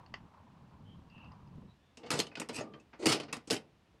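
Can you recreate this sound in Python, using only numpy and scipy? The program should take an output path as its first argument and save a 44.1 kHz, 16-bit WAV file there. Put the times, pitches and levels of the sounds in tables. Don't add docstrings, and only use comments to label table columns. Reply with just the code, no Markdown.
import sys
import numpy as np
from scipy import signal
from scipy.fft import rfft, irfft
from scipy.io import wavfile
from scipy.ndimage import uniform_filter1d

SR = 44100
rng = np.random.default_rng(int(sys.argv[2]) if len(sys.argv) > 2 else 0)


def to_wav(sig):
    pcm = np.clip(np.atleast_2d(sig), -1, 1) * 32767
    pcm = np.round(pcm).astype(np.int16)
    wavfile.write(sys.argv[1], SR, pcm.T)


N = 176400
RING_S = .6


def undb(db):
    return 10 ** (np.asarray(db) / 20)


def unit(x):
    return x / np.sqrt(np.mean(x ** 2) + 1e-20)


def fade(t, t60):
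    return np.exp(-np.log(1000) * t / max(t60, 1e-3))


def ring(t, hz, t60):
    return fade(t, t60) * np.sin(2 * np.pi * hz * t)


def add(out, at_s, x):
    i = max(int(at_s * SR), 0)
    out[i:i + len(x)] += x[:N - i]


def butter(x, order, hz, kind="low"):
    return signal.sosfilt(signal.butter(order, hz, kind, fs=SR, output="sos"), x)


def noise(points, size, lo=0, hi=SR):
    f = np.fft.rfftfreq(size, 1 / SR) + 0.0011
    hz, db = np.array(points).T
    gain = undb(np.interp(np.log(f), np.log(hz), db))
    gain /= np.sqrt((1 + (lo / f) ** 12) * (1 + (f / hi) ** 12))
    return unit(irfft(rfft(rng.standard_normal(size)) * gain, size))


# (frequency [Hz], level [dB])
AIR_SPECTRUM = [(15, -61.5), (25, -21), (61, 7), (190, 3), (545, -8.5), (911, -8), (1400, -14), (1790, -13),
                (2000, -16), (2840, -15), (3250, -17.5), (3620, -18.5), (16000, -42)]
def outdoor_air(level_db=-67):
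    return undb(level_db) * noise(AIR_SPECTRUM, N)


# (time [s], length [s], start pitch [Hz], end pitch [Hz], level [dB])
BIRD_CALLS = [(0.834, 0.15, 3020, 3250, -68.5), (.97, .06, 3210, 3200, -80),
              (1.087, 0.23, 2740, 2700, -60.5), (1.672, 0.081, 3780, 4020, -75.5),
              (1.799, 0.18, 3550, 3500, -82.5)]
def far_bird(width_hz=210):
    out = np.zeros(N)
    blur = unit(butter(rng.standard_normal((2, N)), 2, width_hz / 2))
    for at, length, start_hz, end_hz, db in BIRD_CALLS:
        n, i = int(length * SR), int(at * SR)
        phase = 2 * np.pi * np.cumsum(np.linspace(start_hz, end_hz, n)) / SR
        tone = blur[0, i:i + n] * np.cos(phase) + blur[1, i:i + n] * np.sin(phase)
        add(out, at, undb(db) * np.sin(np.linspace(0, np.pi, n)) * tone)
    return out


# (time [s], rumble [dB], rub [dB])
RUSTLE_LEVELS = [(0, -56.5, -62.5), (.1, -60, -66), (.16, -57, -64), (.27, -55.5, -70), (.33, -75, -67),
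                 (.39, -61, -64.5), (.62, -58, -66.5), (.77, -59, -68.5), (.84, -55.5, -71),
                 (.99, -55, -69), (1.09, -63, -69.5), (1.2, -53.5, -61), (1.33, -58, -61),
                 (1.5, -54, -69.5), (1.66, -51, -70), (1.72, -63, -75), (1.78, -76, -94)]
# (frequency [Hz], level [dB])
RUMBLE_SPECTRUM = [(20, -16), (40, -14), (75, -4.5), (160, -1), (230, -5.5), (350, -19), (600, -26),
                   (1500, -79)]
RUB_SPECTRUM = [(200, -25.5), (500, -3), (1000, 10.5), (1500, -5.5), (2500, -18), (5000, -26), (10000, -53)]
def sleeves():
    at, rumble_db, rub_db = np.array(RUSTLE_LEVELS).T

    def layer(spectrum, db, grain_db):
        flutter = unit(uniform_filter1d(rng.standard_normal(N), size=700))
        grain = unit(undb(grain_db * flutter))
        level = undb(np.interp(np.arange(N) / SR, at, db, right=-120))
        return grain * level * noise(spectrum, N)

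    return layer(RUMBLE_SPECTRUM, rumble_db, grain_db=2) + layer(RUB_SPECTRUM, rub_db, grain_db=3)


# (frequency [Hz], level [dB], t60 [s])
TAP_MODES = [(820, -40, 0.058), (1160, -5, 0.032), (1290, -16, 0.022), (2030, -2, 0.015), (2800, 2.5, 0.02),
             (3130, -17, 0.036), (4580, -2.5, .014), (4930, -14, 0.025), (6300, -20, 0.034)]
# (time [s], level [dB], ping pitch [Hz])
SCREWDRIVER_TAPS = [(.063, -60, 4430), (.1397, -50, 1160), (.1413, -38.5, 1980), (0.665, -78, 900),
                    (0.697, -75, 1050), (1.10, -66, 4760), (1.18, -65, 1820), (1.245, -61, 1140),
                    (1.275, -72, 825), (1.32, -64.5, 4900), (1.475, -72, 4930)]
def screwdriver(ping_db=3, echo_db=-9, top_hz=5750):
    out, t = np.zeros(N), np.arange(int(RING_S * SR)) / SR
    body = sum(undb(db) * ring(t, hz, t60) for hz, db, t60 in TAP_MODES)
    for at, db, ping_hz in SCREWDRIVER_TAPS:
        tap = body + undb(ping_db) * ring(t, ping_hz, t60=0.024)
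        attack = tap * fade(t, t60=.008)
        echo = unit(signal.fftconvolve(rng.standard_normal(len(t)), attack)[:len(t)])
        add(out, at, undb(db) * (tap + undb(echo_db) * echo * fade(t, t60=0.13)))
    return butter(out, 4, top_hz)


def steady(x, lo):
    size = int(SR * max(3 / lo, .004))
    return x / np.sqrt(uniform_filter1d(x ** 2, size) + 1e-9)


# (frequency [Hz], level [dB])
PANEL_SPECTRUM = [(90, -7), (140, -3), (200, -2.5), (255, 1), (310, 2.5), (365, -7), (420, 1), (490, -3),
                  (650, -5), (850, -1), (1250, -2.5), (1650, -6.5), (2100, 0), (2800, 6), (3600, -0.5),
                  (4900, 3.5), (6000, -5), (8800, -8.5), (11600, -16.5), (12600, -27), (15800, -24.5)]
CROSSOVERS_HZ = [95, 700, 2000, 6000, 16000]
BAND_TAILS_S = [0.3, 0.2, 0.16, 0.12]
def panel_crack(t, band_db, ring_db, crack_s=0.0038, tail_trim_db=-1, ripple_db=2.5):
    hz = np.geomspace(CROSSOVERS_HZ[0], CROSSOVERS_HZ[-1], 110)
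    panel_hz, panel_db = np.array(PANEL_SPECTRUM).T
    spot_db = np.interp(np.log(hz), np.log(panel_hz), panel_db) + ripple_db * rng.standard_normal(len(hz))
    colour = np.column_stack([hz, spot_db])
    out = np.zeros(len(t))
    for db, lo, hi, t60 in zip(band_db, CROSSOVERS_HZ, CROSSOVERS_HZ[1:], BAND_TAILS_S):
        attack = 1 - np.exp(-t * lo * 4)
        crack = np.exp(-t / (crack_s + 0.37 / lo))
        tail = undb(ring_db + tail_trim_db) * fade(t, t60)
        out += undb(db) * attack * (crack + tail) * steady(noise(colour, len(t), lo, hi), lo)
    return out


# (frequency [Hz], level [dB], t60 [s])
DOOR_RING = [(145, -8, .42), (223, -9, .42), (296, -10, .36), (322, -6, .3), (404, -9, .3), (457, -9, .32),
             (678, -13, .24), (829, -8, .23), (904, -9, .26), (1028, -12, .22), (1184, -9, .26),
             (1353, -14, .26), (1468, -11, .24)]
# (frequency [Hz], level [dB], t60 [s])
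LOCK_RING = [(1910, -11, .16), (2410, -15, .15), (2490, -15, .16), (2622, -12, .16), (3080, -16, .15),
             (3522, -17, .15), (3713, -16, .15), (4541, -13, .15), (4905, -12, .16), (5106, -13, .16),
             (5362, -15, .15), (7050, -16, .12), (7800, -17, .13), (8560, -18, .17)]
def door_and_lock(t, band_db, ring_db, trim_db=-2.5, scatter_db=0.8):
    out = np.zeros(len(t))
    for hz, db, t60 in DOOR_RING + LOCK_RING:
        size, detune, side = rng.standard_normal(3)
        band = np.searchsorted(CROSSOVERS_HZ, hz) - 1
        drive_db = band_db[band] + ring_db + trim_db + scatter_db * size
        out += np.sign(side) * undb(drive_db + db) * ring(t, hz * (1 + 0.0033 * detune), t60)
    return out


# (tick level [dB], cutoff [Hz], attack [s])
CONTACT_HARDNESS = [(-75.5, 7700, 0.0034), (-54, 8900, .0018), (-45, 14000, 0.00044)]
def strike(band_db, ring_db, boom_hz, ping_hz, ping_db, boom_lift_db=4, ping_split=0.0114):
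    t = np.arange(int(RING_S * SR)) / SR
    thump_db, _, _, tick_db = band_db
    boom = undb(thump_db + boom_lift_db) * (1 - np.exp(-t * boom_hz)) * ring(t, boom_hz, t60=0.093)
    beating_pair = sum(ring(t, ping_hz * (1 + ping_split * k), t60=0.07) for k in (-1, 1))
    ping = undb(ping_db) * beating_pair / 2 ** .5
    hit = boom + ping + panel_crack(t, band_db, ring_db) + door_and_lock(t, band_db, ring_db)
    ticks_db, cutoffs_hz, attacks_s = np.array(CONTACT_HARDNESS).T
    attack = 1 - np.exp(-t / np.interp(tick_db, ticks_db, attacks_s))
    return butter(attack * hit, 4, np.interp(tick_db, ticks_db, cutoffs_hz))


# (time [s], length [s], thump [dB], clack [dB], clink [dB], tick [dB],
# swell from start to end [dB], boom pitch [Hz], ping pitch [Hz], ping level [dB])
SCRAPE_CUES = [ (1.99, 0.098, -53.5, -63, -76, -73, 11.5, 481, 2844, -59),
               (2.139, 0.045, -47.5, -48, -46, -48.5, 1.5, 507, 4200, -59),
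               (2.528, 0.037, -52.5, -53.5, -49.5, -47, 9, 280, 2540, -41.5),
               (2.571, 0.046, -46.5, -50.5, -50, -54, -13, 246, 4900, -64),
               (2.63, .15, -56.5, -78, -89, -95.5, -7.5, 212, 1170, -55.5),
               (2.987, .072, -41.5, -53.5, -53.5, -53.5, 14, 326, 4690, -61.5),
               (3.075, 0.061, -40, -37, -34, -39, -4, 146.8, 5320, -43.5),
               (3.53, .045, -47.5, -47.5, -46, -47, -15.5, 400, 2820, -65)]
def scrapes(slips_per_s=650, scatter_db=2, ring_db=-7):
    out = np.zeros(N)
    for at, length, *band_db, swell_db, boom_hz, ping_hz, ping_db in SCRAPE_CUES:
        n = int(length * SR)
        chance, size = rng.random(SR)[:n], rng.standard_normal(SR)[:n]
        slip_db = scatter_db * abs(size) + swell_db * np.arange(n) / n
        slips = (chance < slips_per_s / SR) * np.sign(size) * undb(slip_db)
        slips = unit(slips) * np.sqrt(160 / SR)
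        add(out, at, signal.fftconvolve(slips, strike(band_db, ring_db, boom_hz, ping_hz, ping_db)))
    return out


# (time [s], thump [dB], clack [dB], clink [dB], tick [dB],
# ring against the crack [dB], boom pitch [Hz], ping pitch [Hz], ping level [dB])
# The key finds the slot at 1.97 s, runs over the pins at 2.10 and turns at 2.35. The door comes free
KNOCK_CUES = [ (1.971, -53, -55.5, -52, -53.5, -7.5, 238, 2790, -55),
              (2.033, -49.5, -58.5, -58.5, -85, 1, 398, 2800, -66),
              (2.062, -62.5, -53.5, -50.5, -63, -4, 495, 3000, -50),
              (2.1043, -39, -40.5, -33, -34.5, -6, 283, 1275, -32),
              (2.1145, -42, -36.5, -38.5, -40, -0.5, 502, 4250, -35.5),
              (2.127, -41, -41.5, -52, -44, -3, 238, 3130, -40.5),
              (2.136, -36, -45, -45, -47, 1, 593, 7050, -42),
              (2.1903, -32, -40.5, -31.5, -34.5, -7.5, 450, 6170, -36),
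              (2.2, -38.5, -35, -27.5, -30.5, -10.5, 298, 4160, -31),
              (2.2669, -48, -54, -47.5, -52.5, -13, 242, 3030, -45.5),
              (2.3142, -61, -62, -74, -89, 4.5, 216, 2535, -48),
              (2.3536, -54.5, -43, -37, -53, -19, 674, 2510, -37.5),
              (2.37, -46.5, -49.5, -47.5, -59.5, -2, 227, 1455, -42),
              (2.3984, -39.5, -43.5, -41.5, -39, -8.5, 194, 8525, -43),
              (2.416, -42, -37.5, -44.5, -47, -12.5, 309, 2510, -42),
              (2.488, -54, -60, -49, -45, -14, 238, 1087, -50),
              (2.492, -40.5, -45.5, -46.5, -52.5, -1.5, 235, 4075, -46),
              (2.586, -38, -43.5, -46, -48.5, -7, 467, 2640, -42.5),
              (2.607, -35, -46, -53, -54, -7.5, 603, 6620, -44.5),
              (2.736, -49, -48, -57, -92, -8.5, 135, 3133, -48),
              (2.798, -61, -71.5, -72, -62, -10.5, 187, 2620, -56),
              (2.9305, -60, -56.5, -66, -94, 2.5, 680, 1604, -50.5),
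              (3.023, -56, -50.5, -50, -75, 0.5, 322, 1195, -48),
              (3.0572, -29.5, -34.5, -33.5, -32.5, -0.5, 309, 4890, -29),
              (3.067, -24.5, -33.5, -23, -29.5, -12, 320, 2410, -39.5),
              (3.098, -29, -41, -36, -31.5, -12.5, 451, 4540, -39),
              (3.12, -40, -36.5, -32, -39, -3, 416, 4920, -35),
              (3.1251, -45, -37.5, -32.5, -36, -1.5, 373, 2960, -48),
              (3.145, -36.5, -55, -39.5, -48.5, 0.5, 223, 2490, -54.5),
              (3.1989, -42, -45.5, -43, -51, -2.5, 215, 3063, -37),
              (3.2317, -47, -48.5, -45, -58.5, -11, 269, 5087, -58.5),
              (3.2817, -56.5, -60.5, -64.5, -85, 7, 240, 5100, -75),
              (3.3271, -47, -45.5, -45.5, -39.5, -4, 486, 2594, -37.5),
              (3.33, -44.5, -39.5, -39.5, -51, -4, 237, 1065, -41),
              (3.367, -41, -46, -49, -49, -27, 234.5, 8550, -66),
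              (3.473, -54.5, -65, -61.5, -55, 4, 312, 5437, -66),
              (3.501, -37.5, -45, -36.5, -41.5, -5, 268, 2625, -40),
              (3.507, -31, -41, -26.5, -31, -11.5, 447, 5110, -31.5),
              (3.515, -31, -46, -36.5, -35, -8.5, 258, 1520, -38.5),
              (3.522, -35, -44, -39, -46, -9, 141, 1920, -39.5),
              (3.528, -43, -42, -45, -36.5, -9.5, 281, 3000, -36),
              (3.564, -48.5, -48, -36.5, -51.5, -28, 183, 3100, -40.5),
              (3.939, -61.5, -78.5, -88.5, -100, -9.5, 84, 2600, -90.5)]
def knocks():
    out = np.zeros(N)
    for at, *band_db, ring_db, boom_hz, ping_hz, ping_db in KNOCK_CUES:
        add(out, at, strike(band_db, ring_db, boom_hz, ping_hz, ping_db))
    return out


def scene():
    mailbox = butter(knocks() + scrapes(), 2, hz=85, kind="high")
    return (mailbox + screwdriver() + far_bird() + sleeves() + outdoor_air())[None]


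def record(dry):
    top_hz = 15850
    return signal.sosfilt(signal.ellip(10, .2, 70, top_hz, fs=SR, output="sos"), dry)


dry = scene()
out = record(dry)
to_wav(out)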